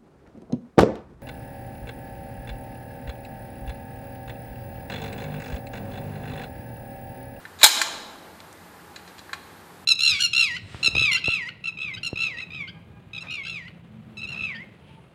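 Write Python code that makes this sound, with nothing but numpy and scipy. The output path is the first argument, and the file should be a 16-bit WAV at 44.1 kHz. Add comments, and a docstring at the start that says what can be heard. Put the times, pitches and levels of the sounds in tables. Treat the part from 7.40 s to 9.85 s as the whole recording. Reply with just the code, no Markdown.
"""Indoors, one microphone close to a tin spring gun that fires a table-tennis ball; ventilation hums behind.
A faint click, then the trigger scrapes, the catch slips, the plunger slams home and the air in the
barrel pops. The snap overloads the recorder and rings round the room while the spring rattles and
sings on. Then come clicks on the tin shell, and two dry ticks, perhaps the ball bouncing far off."""
import sys
import numpy as np
from scipy import signal
from scipy.fft import rfft, irfft, next_fast_len
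from scipy.io import wavfile
from scipy.ndimage import uniform_filter1d

SR = 44100
rng = np.random.default_rng(int(sys.argv[2]) if len(sys.argv) > 2 else 0)


def generate_wav(sig):
    """Save sig (samples, or channels by samples) to the path in sys.argv[1] as 16-bit PCM at SR."""
    pcm = np.round(np.clip(np.atleast_2d(sig).T, -1, 1) * 32767).astype(np.int16)
    wavfile.write(sys.argv[1], SR, pcm)


N = 108045
T = np.arange(SR // 2) / SR  # time within one blow [s]


def amp(db):
    """Decibels to gain."""
    return 10 ** (np.asarray(db) / 20)


def unit(x):
    """Scaled to rms 1."""
    return x / np.sqrt(np.mean(x ** 2) + 1e-20)


def along(points, hz):
    """Reads a curve of (frequency, value) points on a log frequency axis."""
    freqs, values = np.transpose(points)
    return np.interp(np.log(hz + 1), np.log(freqs + 1), values)


def fade(t, t60):
    """Exponential decay, 60 dB down after t60 seconds."""
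    return np.exp(-np.log(1000) * t / np.maximum(t60, 1e-4))


def filtered(x, response):
    """Filters x by a gain given as a function of frequency."""
    size = next_fast_len(len(x) + 8192)
    return irfft(rfft(x, size) * response(np.fft.rfftfreq(size, 1 / SR)), size)[:len(x)]


def noise(spectrum, size):
    """Coloured noise of rms 1."""
    return unit(filtered(rng.standard_normal(size), lambda hz: amp(along(spectrum, hz))))


def ring(modes, colour=lambda hz: 1, scatter=0):
    """Damped modes, a little different at each blow."""
    out = np.zeros(len(T))
    for hz, db, t60 in modes:
        envelope = colour(hz) * amp(db + rng.normal(0, 1)) * fade(T, t60)
        detuned_hz = hz * (1 + scatter * rng.normal())
        out += envelope * np.sin(2 * np.pi * (detuned_hz * T + rng.random()))
    return out


def add(track, s, sound):
    """Mixes a sound in at s seconds."""
    part = track[round(s * SR):][:len(sound)]
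    part += sound[:len(part)]


# rush of the ventilation (frequency [Hz], level [dB])
VENT_SPECTRUM = [(20, -51), (45, -28.5), (75, -7), (115, -10.5), (190, -5.5), (240, -6.5), (340, -6.5),
                 (480, -8.5), (650, -11.5), (850, -9), (1150, -10), (1700, -12), (2400, -19), (3300, -22),
                 (4300, -22), (5700, -27.5), (8000, -26.5), (11000, -27), (14500, -27.5)]
# fan resonances (frequency [Hz], width [Hz], level [dB])
FAN_RESONANCES = [(91, 12, -62), (174, 10, -62), (820, 90, -59.5)]
def ventilation():
    """Room tone behind the gun: a soft rush of air with a few narrow fan resonances."""
    hum = np.zeros(N)
    for hz, width, db in FAN_RESONANCES:
        band = filtered(rng.standard_normal(N), lambda f: 1 / (1 + (2 * (f - hz) / width) ** 2))
        hum += amp(db) * unit(band)
    return amp(-48) * noise(VENT_SPECTRUM, N) + hum


# decay of the room's tail (frequency [Hz], t60 [s])
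ROOM_T60 = [(170, 1.1), (450, 3.2), (800, 1.55), (2000, 0.98), (4000, 0.86), (7500, 0.74), (11000, 0.69),
            (15000, 0.42)]
# colour of that tail at the microphone (frequency [Hz], level [dB])
ROOM_COLOUR = [(100, 14.5), (400, 3.5), (700, -2), (1050, 0.5), (1500, -3), (2000, -3.5), (2700, 3),
               (3300, 1.5), (4000, 1.5), (6000, 0.5), (8000, -5), (14000, -4.5)]
def room(x, build_s=0.0067, early_delay_s=0.0055):
    """Quick echoes off the cabinets reach the microphone, then the long tail of the room."""
    hz, t, bands = signal.stft(rng.standard_normal(3 * SR // 2), SR, nperseg=256)
    envelope = fade(t, along(ROOM_T60, hz)[:, None]) * (1 - np.exp(-t / build_s))
    tail = signal.istft(bands * envelope, SR, nperseg=256)[1]
    response = amp(-10.5) * filtered(tail / np.linalg.norm(tail), lambda f: amp(along(ROOM_COLOUR, f)))
    early = rng.standard_normal(len(T)) ** 3 * fade(T, t60=0.12)  # cubed, so single echoes stand out
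    add(response, early_delay_s, amp(-9.5) * early / np.linalg.norm(early))
    return signal.fftconvolve(x, response)[:N]


# clicks on the tin shell, and two dry ticks at 1.00 and 1.13 s (time [s], level [dB], bass [dB],
# low-mid [dB], mid [dB], treble [dB], contact t60 [s], ring time [factor])
CLICKS_AND_TICKS = [(0.0528, -36, -13, 14.5, 0.5, -15.5, .02, 0.77),
                    (0.2139, -25, -2, 1.5, 5, -2, 0.043, 0.73),
                    (0.2175, -31, 16.5, -14, -21, -7, 0.049, 0.67), (0.323, -36, 0, -17, -12, 0, .04, 1),
                    (0.401, -41, -3, -7, -8, -17, 0.055, 1.2), (0.415, -12.5, -1, 1, 1.5, 3, 0.042, 0.91),
                    (1.0032, -29, -11, -12, 0, -8, 0.014, 0.31), (1.127, -45, -10, -8, -10, 14, .02, 0.24),
                    (1.5603, -31, -12, 0, -1, -4, 0.039, 0.95), (1.5943, -50, -8, 6.5, 12, -11, .04, .8),
                    (1.6752, -42.5, -7, -0.5, -2, -6, 0.14, 1.2),
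                    (1.7813, -38, -8, 0, 0, -2.5, 0.046, 0.74),
                    (1.791, -33.5, -10, -10, -11, -6, 0.035, 0.82),
                    (1.8938, -46.5, 15, 14, -5, -14, 0.056, 1), (1.9309, -28.5, 11, 8, 6, -1, 0.056, 1.01)]
# centres of the bass, low-mid, mid, neutral and treble bands (frequency [Hz])
CLICK_BANDS_HZ = [1100, 1750, 2550, 3800, 8170]
# modes of the shell (frequency [Hz], level [dB], t60 [s])
SHELL_MODES = [(1093, -7, 0.031), (1378, -12.5, 0.048), (1605, -6, .04), (1735, -2.5, .03),
               (2047, -8.5, 0.033), (2398, -6, 0.034), (3260, -10, .04), (3870, -9, .035),
               (4103, -2, 0.036), (4770, -10, .035), (6985, -8, .04), (7720, -17.5, 0.031)]
# contact noise (frequency [Hz], level [dB])
CONTACT_SPECTRUM = [(60, -34.5), (600, -13), (1200, -0.5), (4000, 2), (6000, -4), (8000, -4.5),
                    (10000, -14.5), (14000, -16)]
def clicks_and_ticks(attack_s=0.00078):
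    """Close clicks on the shell, damped by the grip; two dry ticks, perhaps the ball bouncing far off."""
    out = np.zeros(N)
    rise = 1 - np.exp(-T / attack_s)
    for s, db, bass_db, low_mid_db, mid_db, treble_db, contact_t60, ring_factor in CLICKS_AND_TICKS:
        bands = list(zip(CLICK_BANDS_HZ, [bass_db, low_mid_db, mid_db, 0, treble_db]))
        colour = lambda hz: amp(along(bands, hz))  # set by the place of contact
        contact = filtered(noise(CONTACT_SPECTRUM, len(T)), colour) * fade(T, contact_t60)
        modes = [(hz, level, t60 * ring_factor) for hz, level, t60 in SHELL_MODES]
        ringing = ring(modes, colour, scatter=0.008)
        add(out, s, amp(db) * rise * (ringing + amp(-4) * contact))
    return out


# friction of the trigger on the catch (frequency [Hz], level [dB])
SCRAPE_SPECTRUM = [(300, -22), (900, -3), (2000, -3), (3000, -6), (4050, 4), (5500, -12), (7100, -2),
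                   (9500, -17.5), (14000, -15.5)]
def trigger_scrape(start_s=0.188, slip_s=0.231, rise_db_per_s=352, rough_db=1.5):
    """The trigger's gritty drag swells until the catch slips."""
    t = np.arange(N) / SR
    grit = unit(uniform_filter1d(rng.standard_normal(N), size=60))
    swell = amp(-30.5 + rise_db_per_s * np.minimum(t - slip_s, 0) - rough_db * grit)
    return noise(SCRAPE_SPECTRUM, N) * swell * (t > start_s) * (t < slip_s)


# chatter of the coils on the barrel (frequency [Hz], level [dB])
RATTLE_SPECTRUM = [(200, -31.5), (700, -5.5), (1500, -5), (2800, -9.5), (4100, 1.5), (5500, -7), (7400, -3),
                   (9500, -4), (14000, -9.5)]
# when the plunger's slam sets the spring ringing, and its modes (frequency [Hz], level [dB], t60 [s])
SPRING_RING_START_S, SPRING_MODES = 0.241, [(4056, -24, 0.69), (4100, -30.5, 0.7)]
def spring_rattle(start_s=0.23, contacts_per_s=500):
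    """Coils of the spring chatter on the barrel and settle, leaving a thin ring."""
    contacts = (rng.random(len(T)) < contacts_per_s / SR) * rng.uniform(0.5, 1, len(T))
    grains = unit(signal.fftconvolve(contacts, fade(T, t60=0.0068))[:len(T)])
    chatter = grains * noise(RATTLE_SPECTRUM, len(T)) * fade(T, t60=0.087)
    out = np.zeros(N)
    add(out, start_s, amp(-15) * chatter)
    add(out, SPRING_RING_START_S, ring(SPRING_MODES))
    return out


# blows of the firing stroke (time [s], level [dB], crack [dB], barrel ring [dB], crack t60 [s])
FIRING_BLOWS = [(.2311, -3, -4, 0, 0.066), (.2411, 1, 6, -13, 0.036), (0.2473, 0, -11.5, -1.5, 0.047),
                (0.262, -11.5, 6, -15, 0.043)]
# the plunger's crack (frequency [Hz], level [dB])
CRACK_SPECTRUM = [(40, -25.5), (200, -15), (400, -12), (620, -3), (850, 0), (1100, -1.5), (1600, 1.5),
                  (2800, -4.5), (4000, 4.5), (5800, -5.5), (7400, 4), (9500, -5), (14000, -5)]
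# modes of the steel barrel (frequency [Hz], level [dB], t60 [s])
BARREL_MODES = [(1610, -13, 0.15), (1763, -20.5, 0.066), (2267, -14, .1), (2344, -10.5, 0.061),
                (3350, -12.5, .08), (3530, -13.5, .08), (3523, -9.5, .08), (3821, 2.5, 0.047),
                (4005, -10, 0.078), (4187, -9, 0.1), (6700, -22.5, 0.069), (7540, -19.5, 0.11)]
# puffs of air in the barrel (time [s], level [dB])
AIR_PUFFS = [(.2335, -17.5), (.2555, -15)]
# modes of its air column (frequency [Hz], level [dB], t60 [s])
AIR_MODES = [(654, -3, 0.063), (858, -1, .09), (933, 1, .05), (1020, -8, .04), (1400, -7.5, .08)]
def shot(attack_s=0.00019):
    """Close to the microphone, catch, plunger and rebounds crack and ring the barrel; its air pops."""
    out = np.zeros(N)
    rise = 1 - np.exp(-T / attack_s)
    ring_to_room = amp(-7)  # the ring reaches the room more weakly than the crack
    for s, db, crack_db, ring_db, t60 in FIRING_BLOWS:
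        crack = amp(db + crack_db) * rise * noise(CRACK_SPECTRUM, len(T)) * fade(T, t60)
        barrel = amp(db + ring_db) * rise * ring(BARREL_MODES)
        add(out, s, crack + barrel)
        add(out, s, room(crack + ring_to_room * barrel))
    for s, db in AIR_PUFFS:
        puff = amp(db) * rise * ring(AIR_MODES)
        add(out, s, puff)
        add(out, s, room(ring_to_room * puff))
    return out


def scene():
    """At the microphone, in mono: the gun up close, the room around it, the ventilation behind."""
    mechanism = trigger_scrape() + spring_rattle()
    clicks = clicks_and_ticks()
    foreground = shot() + mechanism + clicks
    # the shell faces the microphone, so less of its sound goes into the room
    reverb = room(mechanism + amp(-2) * clicks)
    return (foreground + reverb + ventilation())[None]


def record(dry, ceiling_rms=0.79, release_db_per_s=39.5, clip_hardness=24, top_hz=14650):
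    """The recorder ducks at the snap, the bass most, and recovers; peaks overload; the top is cut off."""
    x = dry[0]
    level = np.sqrt(np.abs(signal.lfilter(np.ones(256) / 256, 1, x ** 2)))  # running rms
    # the bass thins while the sound is loud
    bass_hz, duck_above_db, recover_s = 330, -29.5, 0.014
    pole = np.exp(-1 / (recover_s * SR))
    loudness = signal.lfilter([1 - pole], [1, -pole], level) / amp(duck_above_db)
    bass = filtered(x, lambda hz: 1 / (1 + (hz / bass_hz) ** 4))
    x = x - bass * loudness ** 2 / (1 + loudness ** 2)
    # the gain drops at once above the ceiling and climbs back steadily
    over_db = 20 * np.log10(np.maximum(level / ceiling_rms, 1))
    recovery_db = release_db_per_s * np.arange(N) / SR
    x = x * amp(recovery_db - np.maximum.accumulate(over_db + recovery_db))
    clipped = x / (1 + np.abs(x) ** clip_hardness) ** (1 / clip_hardness)
    return filtered(clipped, lambda hz: 1 / np.sqrt(1 + (hz / top_hz) ** 200))[None]


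dry = scene()
out = record(dry)
generate_wav(out)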